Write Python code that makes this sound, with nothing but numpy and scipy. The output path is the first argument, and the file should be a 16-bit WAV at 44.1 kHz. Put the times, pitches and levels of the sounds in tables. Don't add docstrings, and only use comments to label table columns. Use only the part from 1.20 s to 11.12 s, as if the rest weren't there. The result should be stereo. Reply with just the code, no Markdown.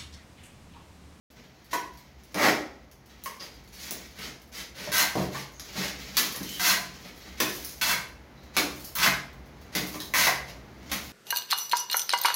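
import sys
import numpy as np
from scipy import signal
from scipy.fft import rfft, irfft
from scipy.io import wavfile
from scipy.ndimage import uniform_filter1d

SR = 44100
rng = np.random.default_rng(int(sys.argv[2]) if len(sys.argv) > 2 else 0)


def log_audio(samples):
    frames = np.atleast_2d(samples).T
    limited = np.clip(frames, -1, 1)
    pcm = np.round(limited * 32767).astype(np.int16)
    wavfile.write(sys.argv[1], SR, pcm)


N = 437472


def amp(db):
    return 10 ** (np.asarray(db) / 20)


def unit_rms(x):
    return x / np.sqrt(np.mean(x ** 2) + 1e-20)


def curve(points, hz):
    f, value = np.transpose(points)
    return np.interp(np.log(hz + 1), np.log(f + 1), value)


def add(mix, s, sound):
    part = mix[round(s * SR):][:len(sound)]
    part += sound[:len(part)]


def colour(x, eq, tilt=0, size=4096):
    hz = abs(np.fft.fftfreq(size, 1 / SR))
    log_gain = np.log(amp(curve(eq, hz) + tilt * np.log2(np.maximum(hz, 200) / 1000)))
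    taps = np.fft.ifft(np.exp(np.conj(signal.hilbert(log_gain)))).real[:size // 2]
    return signal.fftconvolve(x, taps / np.linalg.norm(taps))


def grit(n, spread, slip, size=180):
    noise, grain, bunch = rng.standard_normal((3, N))[:, :n]
    bunching = unit_rms(uniform_filter1d(bunch, size))
    return unit_rms(noise * np.exp(spread * grain + slip * bunching))


def burst(db, decay, spread=0.12, slip=0.15):
    t = np.arange(SR // 4) / SR
    fade = np.exp(-t / decay)
    x = grit(len(t), spread, slip) * fade
    return amp(db) * x * np.linalg.norm(fade) / np.linalg.norm(x)


def stroke(rise, fall, touch_db, mid_db, lift_db, spread, slip):
    t = np.arange(int((rise + fall) * SR)) / SR
    pressure_db = np.interp(t, [0, rise, rise + fall], [touch_db, mid_db, lift_db])
    return grit(len(t), spread, slip) * amp(pressure_db)


# (frequency [Hz], left-right correlation [-1 to 1])
CORRELATION = [(60, 0.98), (130, 0.97), (290, 0.9), (640, 0.64), (1400, -0.1), (3000, -0.0087),
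               (7000, -0.12)]
def diffuse(x):
    a, b = rfft(x)
    alike = np.clip(curve(CORRELATION, np.fft.rfftfreq(x.shape[1], 1 / SR)), -1, 1)
    mid, side = a * np.sqrt((1 + alike) / 2), b * np.sqrt((1 - alike) / 2)
    return irfft(np.array([mid + side, mid - side]), x.shape[1])


# (frequency [Hz], level [dB])
HUM_EQ = [(25, -43), (38, -24), (50, 5.5), (61, 17.5), (80, -0.5), (105, -6.5), (135, 5), (155, -9.5),
          (185, -2.5), (230, -4.5), (400, -11.5), (900, -11), (2500, -21.5), (16000, -38.5)]
def machinery(start_db=-50.5, swell_db_per_s=0.9153):
    noise = np.array([colour(x, HUM_EQ)[:N] for x in rng.standard_normal((2, N))])
    return amp(start_db + swell_db_per_s * np.arange(N) / SR) * unit_rms(diffuse(noise))


# (frequency [Hz], level [dB])
GRIT_EQ = [(100, -19), (800, -8), (2500, -2.5), (5000, 3.5), (16000, 3)]
def sand(per_s=9, db=-43, scatter_db=2.5):
    chance, size, hiss = rng.random(N), rng.standard_normal(N), rng.standard_normal(N)
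    grains = (chance < per_s / SR) * amp(db + scatter_db * np.clip(size, -2, 2))
    tail = np.exp(-np.arange(SR // 20) / SR / 0.0045)
    return colour(signal.oaconvolve(grains, tail)[:N] * hiss, GRIT_EQ, tilt=-1.0)[:N]


# (frequency [Hz], level [dB])
CLOTH_EQ = [(60, -22), (180, 8), (500, -1.5), (900, -0.5), (2000, 2.5), (4500, 2), (7000, -1.5),
            (11000, -11), (16000, -9)]
# (time [s], length [s], level [dB])
BODY_MOVES = [(0.076, 1.49, -57), (1.903, 0.85, -55), (2.667, 0.13, -44.5), (4.46, 1.31, -44)]
def clothes(wind_up_s=0.19, follow_through_s=0.17, attack_db_per_s=165, release_db_per_s=75):
    t, out = np.arange(N) / SR, np.zeros(N)
    swings = [(s - wind_up_s, wind_up_s + follow_through_s, db) for s, *_, db in THROWS]
    fibres = grit(N, spread=0.57, slip=0.47, size=600)
    for s, length, db in BODY_MOVES + swings:
        fade_in_db = attack_db_per_s * np.maximum(s - t, 0)
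        fade_out_db = release_db_per_s * np.maximum(t - s - length, 0)
        tilt = 0.057 * (db + 52)
        cloth = colour(np.roll(fibres, rng.integers(N)), CLOTH_EQ, tilt)[:N]
        out += amp(db - fade_in_db - fade_out_db) * cloth
    return out


# (frequency [Hz], level [dB])
SCUFF_EQ = [(60, -7), (200, 1.5), (500, 1.5), (900, 1), (2000, 3.5), (5000, 2), (7000, -1), (16000, -10.5)]
def scuff(length, db, peak, tilt=0):
    rise = length * np.clip(peak, .02, .98)
    grains = stroke(rise, length - rise, db - 14, db, db - 7, spread=0.84, slip=0.25)
    return colour(grains * signal.windows.tukey(len(grains), .1), SCUFF_EQ, tilt)


# (time [s], length [s], level [dB], peak position [share of length], tilt [dB/octave])
SCUFFS = [(0.161, 0.035, -44.5, .2, -3.7), (0.507, 0.024, -33, 0.36, 2), (2.195, 0.077, -36.5, .04, 0.2),
          (2.519, 0.16, -32, 1, 3), (2.949, 0.15, -32.5, 0.43, -0.1), (3.315, 0.11, -30.5, .55, 1.5),
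          (3.539, 0.17, -32.5, 0.36, -.3), (3.949, 0.12, -34.5, 0.23, 2.5), (4.109, 0.12, -31.5, 0.34, 0.7),
          (4.535, 0.16, -25.5, 0.29, 0.4), (5.231, 0.18, -33, .5, 4), (5.832, 0.064, -39, 0.15, -1),
          (6.053, 0.029, -41.5, 0.37, -2.2), (8.735, 0.027, -38.5, 0.25, -4),
          (9.263, 0.041, -36.5, .5, 0.3)]
def shuffle():
    out = np.zeros(N)
    for s, *slide in SCUFFS:
        add(out, s, scuff(*slide))
    return out


# (frequency [Hz], level [dB], t60 [s])
BOARD_MODES = [(363, -19, 0.085), (729, 1.5, 0.16), (1022.6, 2, 0.2), (1562, 9, 0.11), (1880, -5, 0.14),
               (2040, 5.5, 0.1), (2665, -1, 0.3), (2886, -7.5, 0.23), (3410, 1.5, 0.11), (3710, -16, 0.16),
               (4190, 7.5, 0.039), (5470, -5.5, 0.074), (6230, -14, 0.18)]
def board(x, pitch=1, damping=1):
    t = np.arange(SR // 2) / SR
    ring = sum(amp(db - 60 * t * damping / t60) * np.cos(2 * np.pi * hz * pitch * t)
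               for hz, db, t60 in BOARD_MODES)
    return signal.fftconvolve(x, ring / np.linalg.norm(ring))


# (frequency [Hz], level [dB])
CLACK_EQ = [(100, -34), (300, -4), (520, -5.5), (800, -3), (1050, 9.5), (1300, -4.5), (1700, -5),
            (2600, -9), (6000, -8.5), (16000, -13)]
# (time [s], level [dB], decay [s], tilt [dB/octave], pitch [factor],
# ring against the hit [dB], damping [factor])
CLACKS = [(.531, -15, 0.008, -0.5, 0.96, -11.5, 1.2), (2.059, -15.5, 0.0023, -0.5, 1.055, -19, 1.8),
          (4.147, -19.5, 0.0023, -2.6, 1.15, -7.5, 2.3), (5.146, -24.5, 0.0045, -0.5, 1.2, -11, 2.3),
          (8.743, -23, 0.0045, -2, 0.75, -13.5, 2)]
def clacks():
    out = np.zeros(N)
    for s, db, decay, tilt, pitch, ring_db, damping in CLACKS:
        clack = colour(burst(db, decay), CLACK_EQ, tilt)
        add(out, s, clack)
        impulse = colour(np.array([np.linalg.norm(clack)]), CLACK_EQ, tilt)
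        add(out, s, amp(ring_db) * board(impulse, pitch, damping))
    return out


# (frequency [Hz], level [dB])
THUD_EQ = [(50, -30.5), (130, -4.5), (270, -2), (600, -3), (1000, -7.5), (2500, -19.5), (7000, -27),
           (16000, -33)]
def thud(db, decay, hz, ring_db=-3.0):
    body = colour(burst(db, decay), THUD_EQ)
    t = np.arange(len(body)) / SR
    ring = np.sin(2 * np.pi * hz * t) * np.exp(-t / decay)
    return amp(-1.5) * body + amp(db + ring_db) * ring


# (time [s], level [dB], decay [s], ring pitch [Hz], ring offset [dB])
LOW_THUDS = [(0.532, -41.5, 0.045, 356, -3), (1.147, -25.5, 0.022, 292, -0.5),
             (2.712, -31, 0.0099, 370, -10), (3.673, -31, 0.017, 596, 5.5), (4.555, -33, 0.024, 186, -3),
             (5.204, -26, 0.0051, 251, 4), (8.601, -42, 0.024, 177, 8.5)]
def low_thuds():
    out = np.zeros(N)
    for s, *blow in LOW_THUDS:
        add(out, s, thud(*blow))
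    return out


# (frequency [Hz], level [dB])
MORTAR_EQ = [(60, -18), (150, -14), (290, 1), (600, -0.5), (800, 6), (1200, 1.5), (1550, 2.5), (2350, -1),
             (2900, -6.5), (6500, -9.5), (16000, -16)]
# (time [s], touch to middle [s], middle to lift-off [s],
# touch level [dB], middle level [dB], lift-off level [dB], tilt [dB/octave])
TROUGH_DIGS = [(1.144, 0.023, 0.073, -52, -27, -19, -0.52), (1.17, .06, .057, -29, -16, -15.5, -0.59)]
def digs():
    out = np.zeros(N)
    for s, *pressure, tilt in TROUGH_DIGS:
        add(out, s, colour(stroke(*pressure, spread=0.78, slip=0.3), MORTAR_EQ, tilt))
    return out


# (time [s], level [dB], decay [s], tilt [dB/octave])
GRIT_SNAPS = [(1.144, -18, 0.0038, -5), (2.038, -18.5, 0.0028, 5), (2.058, -22.5, 0.0016, 10),
              (2.709, -7, 0.00079, 2), (4.397, -16, 0.00076, -1), (5.426, -22, 0.0037, 0),
              (6.448, -11.5, 0.00081, 2.5), (6.614, -29.5, 0.0028, -8), (7.647, -19.5, 0.001, 0.5),
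              (7.753, -11, 0.0073, 7), (8.803, -14.5, 0.0013, -4), (9.63, -30, 0.0022, -8.5)]
def snaps():
    out = np.zeros(N)
    for s, db, decay, tilt in GRIT_SNAPS:
        add(out, s, colour(burst(db, decay), GRIT_EQ, tilt))
    return out


# (time [s], length [s], pitch [Hz], level [dB])
BLADE_SQUEAKS = [(2.195, 0.017, 4880, -35), (4.33, 0.11, 6450, -50), (5.243, 0.14, 3060, -39),
                 (7.147, 0.15, 4000, -59.5), (8.791, 0.054, 3870, -39)]
def squeaks(q=22):
    out = np.zeros(N)
    for s, length, hz, db in BLADE_SQUEAKS:
        friction = grit(int(length * SR), spread=0.21, slip=0.26)
        tone = signal.lfilter(*signal.iirpeak(hz, q, SR), friction)
        add(out, s, amp(db) * unit_rms(tone) * signal.windows.tukey(len(tone), .2))
    return out


# (frequency [Hz], level [dB])
BITE_EQ = [(100, -19), (600, -10), (1050, 0), (1550, -1), (2200, 1.5), (2700, -8.5), (6000, -14.5),
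           (16000, -12.5)]
def bite(db):
    click = colour(burst(db, decay=0.0087), BITE_EQ)
    out = amp(-12) * board(click, damping=7.6)
    add(out, 0, click)
    return out


# (frequency [Hz], level [dB])
SCRAPE_EQ = [(60, -37), (180, -7.5), (260, -18), (500, -25.5), (800, -7), (1000, 3.5), (1550, -4.5),
             (2400, -3.5), (4000, -4.5), (7000, -6), (16000, -11.5)]
# (time [s], touch to middle [s], middle to lift-off [s], touch level [dB],
# middle level [dB], lift-off level [dB], tilt [dB/octave], touch bite [dB], lift-off bite [dB])
BOARD_SCRAPES = [(3.718, 0.068, 0.043, -23.5, -13.5, -23, 2, -38, -19),
                 (5.395, 0.085, 0.046, -22, -15.5, -20, 1.55, -29, -19),
                 (6.613, 0.027, 0.082, -12.5, -24, -19.5, 1, -36, -18.5),
                 (7.752, 0.085, 0.025, -32, -15, -18, -0.5, -48, -12),
                 (8.938, 0.034, 0.097, -25.5, -17.5, -19, 1, -12, -9.5)]
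def scrapes():
    out = np.zeros(N)
    for s, rise, fall, *pressure, tilt, touch_bite_db, lift_bite_db in BOARD_SCRAPES:
        grains = stroke(rise, fall, *pressure, spread=0.89, slip=0.33)
        add(out, s, amp(0.02) * colour(grains, SCRAPE_EQ, tilt))
        add(out, s, amp(-8) * board(grains, damping=3.5))
        add(out, s, bite(touch_bite_db))
        add(out, s + rise + fall, bite(lift_bite_db))
    return out


def heavy_step(start_s=3.954, gap_s=.027, bumps=5):
    out = np.zeros(N)
    for k in range(bumps):
        bump = thud(db=-13 - 4 * k, decay=0.0052, hz=250 * .76 ** k, ring_db=-2)
        add(out, start_s + k * gap_s, bump)
    return out


# (frequency [Hz], level [dB])
SPLASH_EQ = [(80, -33), (200, 0.5), (520, -5), (1000, 5.5), (1700, 3.5), (4000, 2), (7000, -1), (16000, -4)]
# (time [s], splash level [dB], splash decay [s], tilt [dB/octave],
# thud level [dB], thud pitch [Hz], crumb level [dB], crack level [dB], sleeve level [dB])
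THROWS = [(4.969, -10, 0.028, 2, -31.5, 234, -34.5, -6.5, -44.5),
          (6.202, -15, 0.016, 0, -33.5, 283, -36.5, -6, -45),
          (7.367, -14, 0.031, -0.3, -26, 276, -40.5, -9.5, -60),
          (8.551, -19, 0.028, 0.8, -27.5, 293, -40, -12.5, -59.5),
          (9.716, -18, 0.027, 0, -50, 255, -44.5, -23, -54.5)]
def throws(flick_s=.032, fat_drops=3, drop_window_s=(0.089, 0.33)):
    out = np.zeros(N)
    for s, splash_db, decay, tilt, thud_db, thud_hz, crumbs_db, crack_db, _ in THROWS:
        add(out, s - flick_s, scuff(flick_s, db=-35, peak=.4))
        add(out, s, colour(burst(crack_db, decay=0.0044), SPLASH_EQ, tilt))
        add(out, s, colour(burst(splash_db, decay, spread=0.81, slip=0.28), SPLASH_EQ, tilt))
        add(out, s, thud(thud_db, decay=0.038, hz=thud_hz))
        add(out, s, amp(crumbs_db) * colour(crumbs(), GRIT_EQ, tilt=-0.16))
        for when, brightness in rng.uniform(-1.1, 1, (fat_drops, 2)):
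            drop = colour(burst(crumbs_db + 12, decay=0.0041), GRIT_EQ, tilt=4 * brightness)
            add(out, s + np.interp(when, [-1, 1], drop_window_s), drop)
    return out


def crumbs(per_s=110, spread=0.62, fall_s=0.14, scatter_s=0.17, smack_s=0.0012):
    t = np.arange(SR // 2) / SR
    hits = rng.random(len(t)) < per_s / SR
    sizes = np.exp(spread * np.clip(rng.standard_normal(len(t)), -2, 2))
    smacks = signal.fftconvolve(hits * sizes, np.exp(-t / smack_s))[:len(t)]
    patter = unit_rms(smacks * rng.standard_normal(len(t)))
    swell = np.exp(-((t - fall_s) / scatter_s) ** 2 / 2)
    return patter * swell * signal.windows.tukey(len(t), .4)


# (frequency [Hz], width [Hz], send level [dB])
STANDING_WAVES = [(63.4, 15, -2), (137, 3.2, 15), (184.2, 12, 3), (305, 11, -2)]
def boom(x):
    return x + sum(amp(db) * signal.lfilter(*signal.iirpeak(hz, hz / width, SR), x)
                   for hz, width, db in STANDING_WAVES)


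# (frequency [Hz], t60 [s])
REVERB_TIMES = [(100, 0.53), (400, 0.59), (1000, 0.47), (2200, 0.44), (5000, 0.42), (10000, 0.37),
                (16000, 0.27)]
def echoes(early_db=-6, early_s=.02, build_s=0.0019, reflections=7):
    hz, t, bands = signal.stft(rng.standard_normal((2, SR)), SR, nperseg=256)
    decay = amp(-60 * t / curve(REVERB_TIMES, hz)[:, None])
    tail = signal.istft(bands * decay, SR, nperseg=256)[1][:, :SR]
    tail *= 1 - np.exp(-np.arange(SR) / SR / build_s)
    tail /= np.linalg.norm(tail[0])
    for side in tail:
        at = (rng.uniform(.1, 1, reflections) * early_s * SR).astype(int)
        side[at] += amp(early_db) * rng.choice([-1, 1], reflections) / np.sqrt(reflections)
    return boom(diffuse(tail / np.linalg.norm(tail[0])))


def room(x, direct_db=-9, echo_db=-0.62, crossfade_s=.025, spots=6):
    place = np.arange(N) / SR / crossfade_s
    out = amp(direct_db) * np.array([x, x])
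    for k in range(spots):
        away = np.minimum(abs((place - k) % spots - 1), 1)
        send = x * np.cos(np.pi / 2 * away)
        out += amp(echo_db) * signal.fftconvolve(send[None], echoes(), axes=1)[:, :N]
    return out


def scene():
    plastering = clacks() + digs() + squeaks() + scrapes() + throws()
    movement = clothes() + shuffle() + low_thuds() + snaps() + heavy_step()
    return machinery() + room(sand() + movement + plastering)


# (frequency [Hz], level [dB])
MIC_EQ = [(20, -35), (50, -7), (390, -0.5), (490, -1.5), (620, -2), (1000, -4.5), (1260, -2), (1550, -1),
          (1800, -0.5), (2080, 2.5), (2500, -1.5), (3500, -2), (6500, -0.5), (7300, -6), (8300, -10.5),
          (9300, -8.5), (10500, -4), (15500, -2)]
# (frequency [Hz], left minus right [dB])
MIC_BALANCE = [(60, -3.5), (110, -2.5), (200, -2.5), (380, -1.5), (700, -2.5), (1290, 1), (2380, 3),
               (4400, -5), (8120, 1), (15000, 7)]
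def record(dry, start_s=.102, cutoff_hz=15900):
    hz = np.fft.rfftfreq(N, 1 / SR)
    ports = amp(curve(MIC_EQ, hz) + np.array([[.5], [-.5]]) * curve(MIC_BALANCE, hz))
    heard = irfft(rfft(dry) * ports, N) * (np.arange(N) / SR > start_s)
    low_pass = signal.firwin(401, cutoff_hz, window=("kaiser", 8), fs=SR)
    return signal.oaconvolve(heard, low_pass[None], "same")


dry = scene()
out = record(dry)
log_audio(out)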